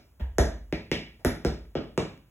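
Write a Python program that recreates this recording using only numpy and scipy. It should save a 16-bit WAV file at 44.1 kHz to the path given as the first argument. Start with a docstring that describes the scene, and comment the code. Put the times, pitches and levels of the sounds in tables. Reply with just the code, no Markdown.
"""Dance steps on a sprung wooden floor

A dancer steps in hard-soled shoes in a small, fairly live room. Each impact excites a click of the
sole and a hollow knock of the boards, followed by the room's low modes and its reverberation.
Where her weight lands, the whole floor booms in damped free vibration.
A close pair of microphones hears the steps over faint room noise."""
import sys
import numpy as np
from scipy import signal
from scipy.fft import rfft, irfft, next_fast_len
from scipy.io import wavfile
from scipy.ndimage import map_coordinates

SR = 44100
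rng = np.random.default_rng(int(sys.argv[2]) if len(sys.argv) > 2 else 0)


def put_to_file(sound):
    """Save the sound as 16-bit audio at rate SR, in the file named by the first command-line argument."""
    columns = np.atleast_2d(sound).T  # one column per channel
    safe = np.clip(columns, -1, 1)
    whole_steps = np.round(safe * 32767)
    wavfile.write(sys.argv[1], SR, whole_steps.astype(np.int16))


N = 101429
RING, LEAD_IN = 40960, SR // 2  # samples: length of one impact's sound, space for taps before time zero

# low standing waves of the room (frequency [Hz], level relative to the knock [dB])
ROOM_MODES = [(99, -20), (145, -23), (162, -19), (180, -24.5), (208, -31.5), (220, -17.5), (247, -22.5),
              (314, -21), (328, -21), (362, -23), (379, -27.5), (414, -22), (446, -27), (545, -31),
              (620, -31.5)]


def amp(db):
    """Amplitude ratio of a level in decibels."""
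    return 10 ** (np.asarray(db) / 20)


def along(points, hz):
    """Interpolation of (frequency [Hz], value) points on a logarithmic frequency axis."""
    knots_hz, values = np.transpose(points)
    return np.interp(np.log(hz + 1), np.log(knots_hz + 1), values)


def minimum_phase(gain):
    """Causality: folding the cepstrum gives the minimum-phase response with this gain."""
    cepstrum = irfft(np.log(np.maximum(gain, 1e-6)))
    half = len(cepstrum) // 2
    cepstrum[1:half] *= 2
    cepstrum[half + 1:] = 0
    return np.exp(rfft(cepstrum))


def add(track, onset_s, sound):
    """Superposition: a sound adds to the track from its onset."""
    part = track[:, LEAD_IN + round(onset_s * SR):][:, :sound.shape[-1]]
    part += sound[..., :part.shape[1]]


def sole_click(hz, direct_db, resonances_hz, colour_db, ripple_db):
    """Source and filter: an impulse, shaped by the sole's resonances, arrives directly and via walls."""
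    # spectrum common to all clicks (frequency [Hz], level [dB])
    spectrum = [(40, -31), (110, -0.5), (300, 0), (560, -0.5), (850, 0.5), (1080, -5.5), (1500, -1),
                (2600, -3), (3700, 0), (6300, -3.5), (8200, -5), (11500, -2.5), (15500, -10)]
    # centres of the six colour bands (frequency [Hz])
    bands_hz = [560, 1400, 2500, 6300, 11000, 15000]
    # the direct path keeps more treble than the walls return (frequency [Hz], gain [dB])
    direct_path = [(200, -6), (600, -3.5), (2000, 0), (4000, -7.5), (7000, 1.5), (15000, -1)]
    peak_db, width_octaves = 7, 0.17
    delay_s = 0.00056  # at 1 kHz; dispersion in the boards carries low notes slower
    octaves_off = np.array([np.log2((hz + 1) / centre) for centre in resonances_hz])
    peaks = np.exp(-.5 * (octaves_off / width_octaves) ** 2).max(axis=0)
    colour = along(list(zip(bands_hz, colour_db)), hz)
    click = minimum_phase(amp(along(spectrum, hz) + colour + peak_db * peaks))
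    dispersion = np.exp(-4j * np.pi * delay_s * np.sqrt(1000 * hz))
    direct = amp(direct_db + along(direct_path, hz)) * dispersion
    reflected = minimum_phase(amp(1 + ripple_db)) * rfft(reverberation())
    return irfft(click * (direct + reflected))


def board_knock(t):
    """Transient bending: the boards flex under the shoe for a few cycles."""
    # bending modes (frequency [Hz], level [dB], time of the envelope's peak [s])
    modes = [(342.7, -1, 0.0032), (629, -15, 0.0027), (164.7, -17, 0.0064)]
    return sum(amp(db) * (t / peak_s * np.exp(1 - t / peak_s)) ** 2 * np.sin(2 * np.pi * hz * t)
               for hz, db, peak_s in modes)


def plank_ring(t, hz, t60_s=0.15, rise_s=0.012):
    """Free vibration: the struck plank rings at its natural frequency."""
    return np.sin(2 * np.pi * hz * t) * decay(t, t60_s) * (1 - np.exp(-t / rise_s))


def floor_boom(t, t60_factor, rise_s=0.0094):
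    """Mass on a spring: the floor dips under her weight and swings on its joists."""
    # floor modes (frequency [Hz], level [dB], T60 before the foot's factor [s])
    modes = [(64.26, -4.5, 0.42), (51.1, -6.5, 0.81), (82.4, -10, .3), (62, 11, .1), (158.4, -20, 0.2)]
    swing = sum(amp(db) * decay(t, t60 * t60_factor) * np.sin(2 * np.pi * hz * t)
                for hz, db, t60 in modes)
    return -swing * (1 - np.exp(-(t / rise_s) ** 2))


def decay(t, t60):
    """Damping: an exponential fall of 60 dB in the time t60."""
    return np.exp(-np.log(1000) * t / t60)


def room_ring(t, phases, t60_s=0.4, rise_s=0.005):
    """Standing waves: each spot on the floor excites the room's modes a little differently."""
    ring = 0
    for (hz, db), phase in zip(ROOM_MODES, phases):
        gain = amp(db - .5 * rng.standard_normal())
        ring += gain * np.sin(2 * np.pi * hz * t + phase + .5 * rng.standard_normal())
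    return ring * decay(t, t60_s) * (1 - np.exp(-t / rise_s))


def reverberation(rise_s=0.0031):
    """Absorption: the tail dies at its own rate at each frequency; the left channel has energy 1."""
    # reverberation time (frequency [Hz], T60 [s])
    t60_curve = [(100, 0.58), (300, 0.37), (700, 0.35), (1500, 0.39), (2800, 0.45), (6000, 0.35),
                 (13000, 0.27)]
    hz, t, spectra = signal.stft(stereo_noise(RING), SR, nperseg=256)
    spectra = spectra * decay(t, along(t60_curve, hz)[:, None])
    tail = signal.istft(spectra, SR)[1][:, :RING]
    tail *= 1 - np.exp(-np.arange(RING) / SR / rise_s)
    return tail / np.linalg.norm(tail[0])


def room_ripple(hz, depth_db=3, spacing_hz=70.56):
    """Uneven transmission [dB]: the room favours some frequencies, less markedly in the bass."""
    ripple = map_coordinates(rng.standard_normal(len(hz)), [hz / spacing_hz])
    return depth_db * ripple * hz / (hz + 400)


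def stereo_noise(size):
    """Coherence: white noise, nearly identical left and right in bass and treble, wider near 2.5 kHz."""
    # likeness of left and right (frequency [Hz], coherence [0 to 1])
    coherence_curve = [(100, 1), (400, 0.73), (1000, 0.61), (2500, 0.28), (4500, 0.98), (7000, 1),
                       (14000, 0.84)]
    coherence = along(coherence_curve, np.fft.rfftfreq(size, 1 / SR))
    angle = np.arccos(np.clip(coherence, 0, .999)) / 2
    white = rfft(rng.standard_normal((2, size)))
    mid, side = irfft(white * [np.cos(angle), np.sin(angle)], size)
    return np.array([mid + side, mid - side])


def room_air(level_db=-57):
    """Ambient noise: the room's faint, steady rumble and hiss."""
    # spectral density of the still room (frequency [Hz], relative level [dB])
    spectrum = [(25, -16), (55, 4.5), (100, -6), (300, -24.5), (1000, -30.5), (4000, -42.5), (12000, -40.5),
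                (16000, -37)]
    gain = amp(along(spectrum, np.fft.rfftfreq(N, 1 / SR)))
    noise = irfft(rfft(stereo_noise(N)) * gain, N)
    return amp(level_db) * noise / noise.std()


def scene():
    """Superposition of taps, landings and room noise."""
    # shoe impacts (time [s], knock level [dB], direct click gain [dB], plank frequency [Hz],
    # plank level [dB], three sole resonances [Hz], gains of the six colour bands [dB])
    taps = [(-.17, -40, -6, 191, -47, 1400, 2440, 5360, 11.5, -2, -7.5, -5, -27, -37),
            (0.196, -50.5, -28, 187, -36.5, 934, 1780, 3000, -1, -11.5, -16.5, -30, -34, -19),
            (.384, -13, 0, 387.2, -18, 1767, 638, 6130, 20.5, 10.5, -0.5, 1, -4, -13),
            (0.7256, -17.5, 2, 317.5, -25, 2030, 2440, 4860, 8.5, -3.5, -2.5, -16, -26.5, -24),
            (0.9156, -15, 0.5, 622, -43.5, 2080, 2770, 5160, 11.5, 2, 6, -6, -15, -19),
            (1.193, -72, -39, 688, -60, 780, 1900, 5000, -18, -29, -39, -39, -36, -55),
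            (1.2487, -13, 0.5, 250, -12, 1436, 1870, 5620, 18.5, 6, 1, -6, -0.5, -7.5),
            (1.449, -13, 1, 465.7, -18, 1434, 5200, 8760, 16, 0, -2, -8, -21.5, -11),
            (1.753, -19.5, -3, 314, -26.5, 1280, 3050, 4920, 16, -3, -5, -19.5, -37.5, -34),
            (1.977, -14.5, 1.5, 450.4, -19, 1080, 2646, 8420, 16, 4.5, -2, -4.5, -23, -20)]
    # weight landing on the floor (time [s], level [dB], the foot's factor on the floor's T60 [ratio])
    landings = [(0.215, -28.5, 2.3), (0.397, -18, 1.38), (0.736, -31.5, 0.98), (0.927, -34.5, 1),
                (1.264, -19, 0.51), (1.466, -26, 1.42), (1.765, -44.5, 1.7), (1.989, -36, 0.92)]
    balance_db = -0.43  # left relative to right
    track = np.zeros((2, LEAD_IN + N))
    t, hz = np.arange(RING) / SR, np.fft.rfftfreq(RING, 1 / SR)
    phases = rng.uniform(0, 2 * np.pi, len(ROOM_MODES))
    ripple_db = room_ripple(hz)
    for onset_s, knock_db, direct_db, plank_hz, plank_db, *sole in taps:
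        knock = amp(knock_db) * (board_knock(t) + room_ring(t, phases))
        plank = amp(plank_db) * plank_ring(t, plank_hz)
        click = sole_click(hz, direct_db, sole[:3], sole[3:], ripple_db)
        add(track, onset_s, knock + plank + click)
    for onset_s, db, t60_factor in landings:
        add(track, onset_s, amp(db) * floor_boom(t, t60_factor))
    return (track[:, LEAD_IN:] + room_air()) * amp([[balance_db / 2], [-balance_db / 2]])


def record(dry):
    """Phase difference and band limiting: the left channel leads in the treble; both extremes are cut."""
    # lead of left over right (frequency [Hz], phase [rad])
    phase_lead = [(0, 0), (1000, .05), (2000, .6), (3100, 1.5), (4700, 3.14), (6700, 6), (9000, 9.42),
                  (13300, 15.7), (16500, 20)]
    bass_cut_hz, top_cut_hz = 40, 16000
    size = next_fast_len(N + SR // 2)
    hz = np.fft.rfftfreq(size, 1 / SR)
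    lead = np.interp(hz, *np.transpose(phase_lead))
    phase_shift = np.exp(.5j * np.array([lead, -lead]))
    high_pass = hz ** 4 / (hz ** 4 + bass_cut_hz ** 4)
    low_pass = 1 / np.sqrt(1 + (hz / top_cut_hz) ** 140)
    return irfft(rfft(dry, size) * phase_shift * high_pass * low_pass, size)[:, :N]


dry = scene()
out = record(dry)
put_to_file(out)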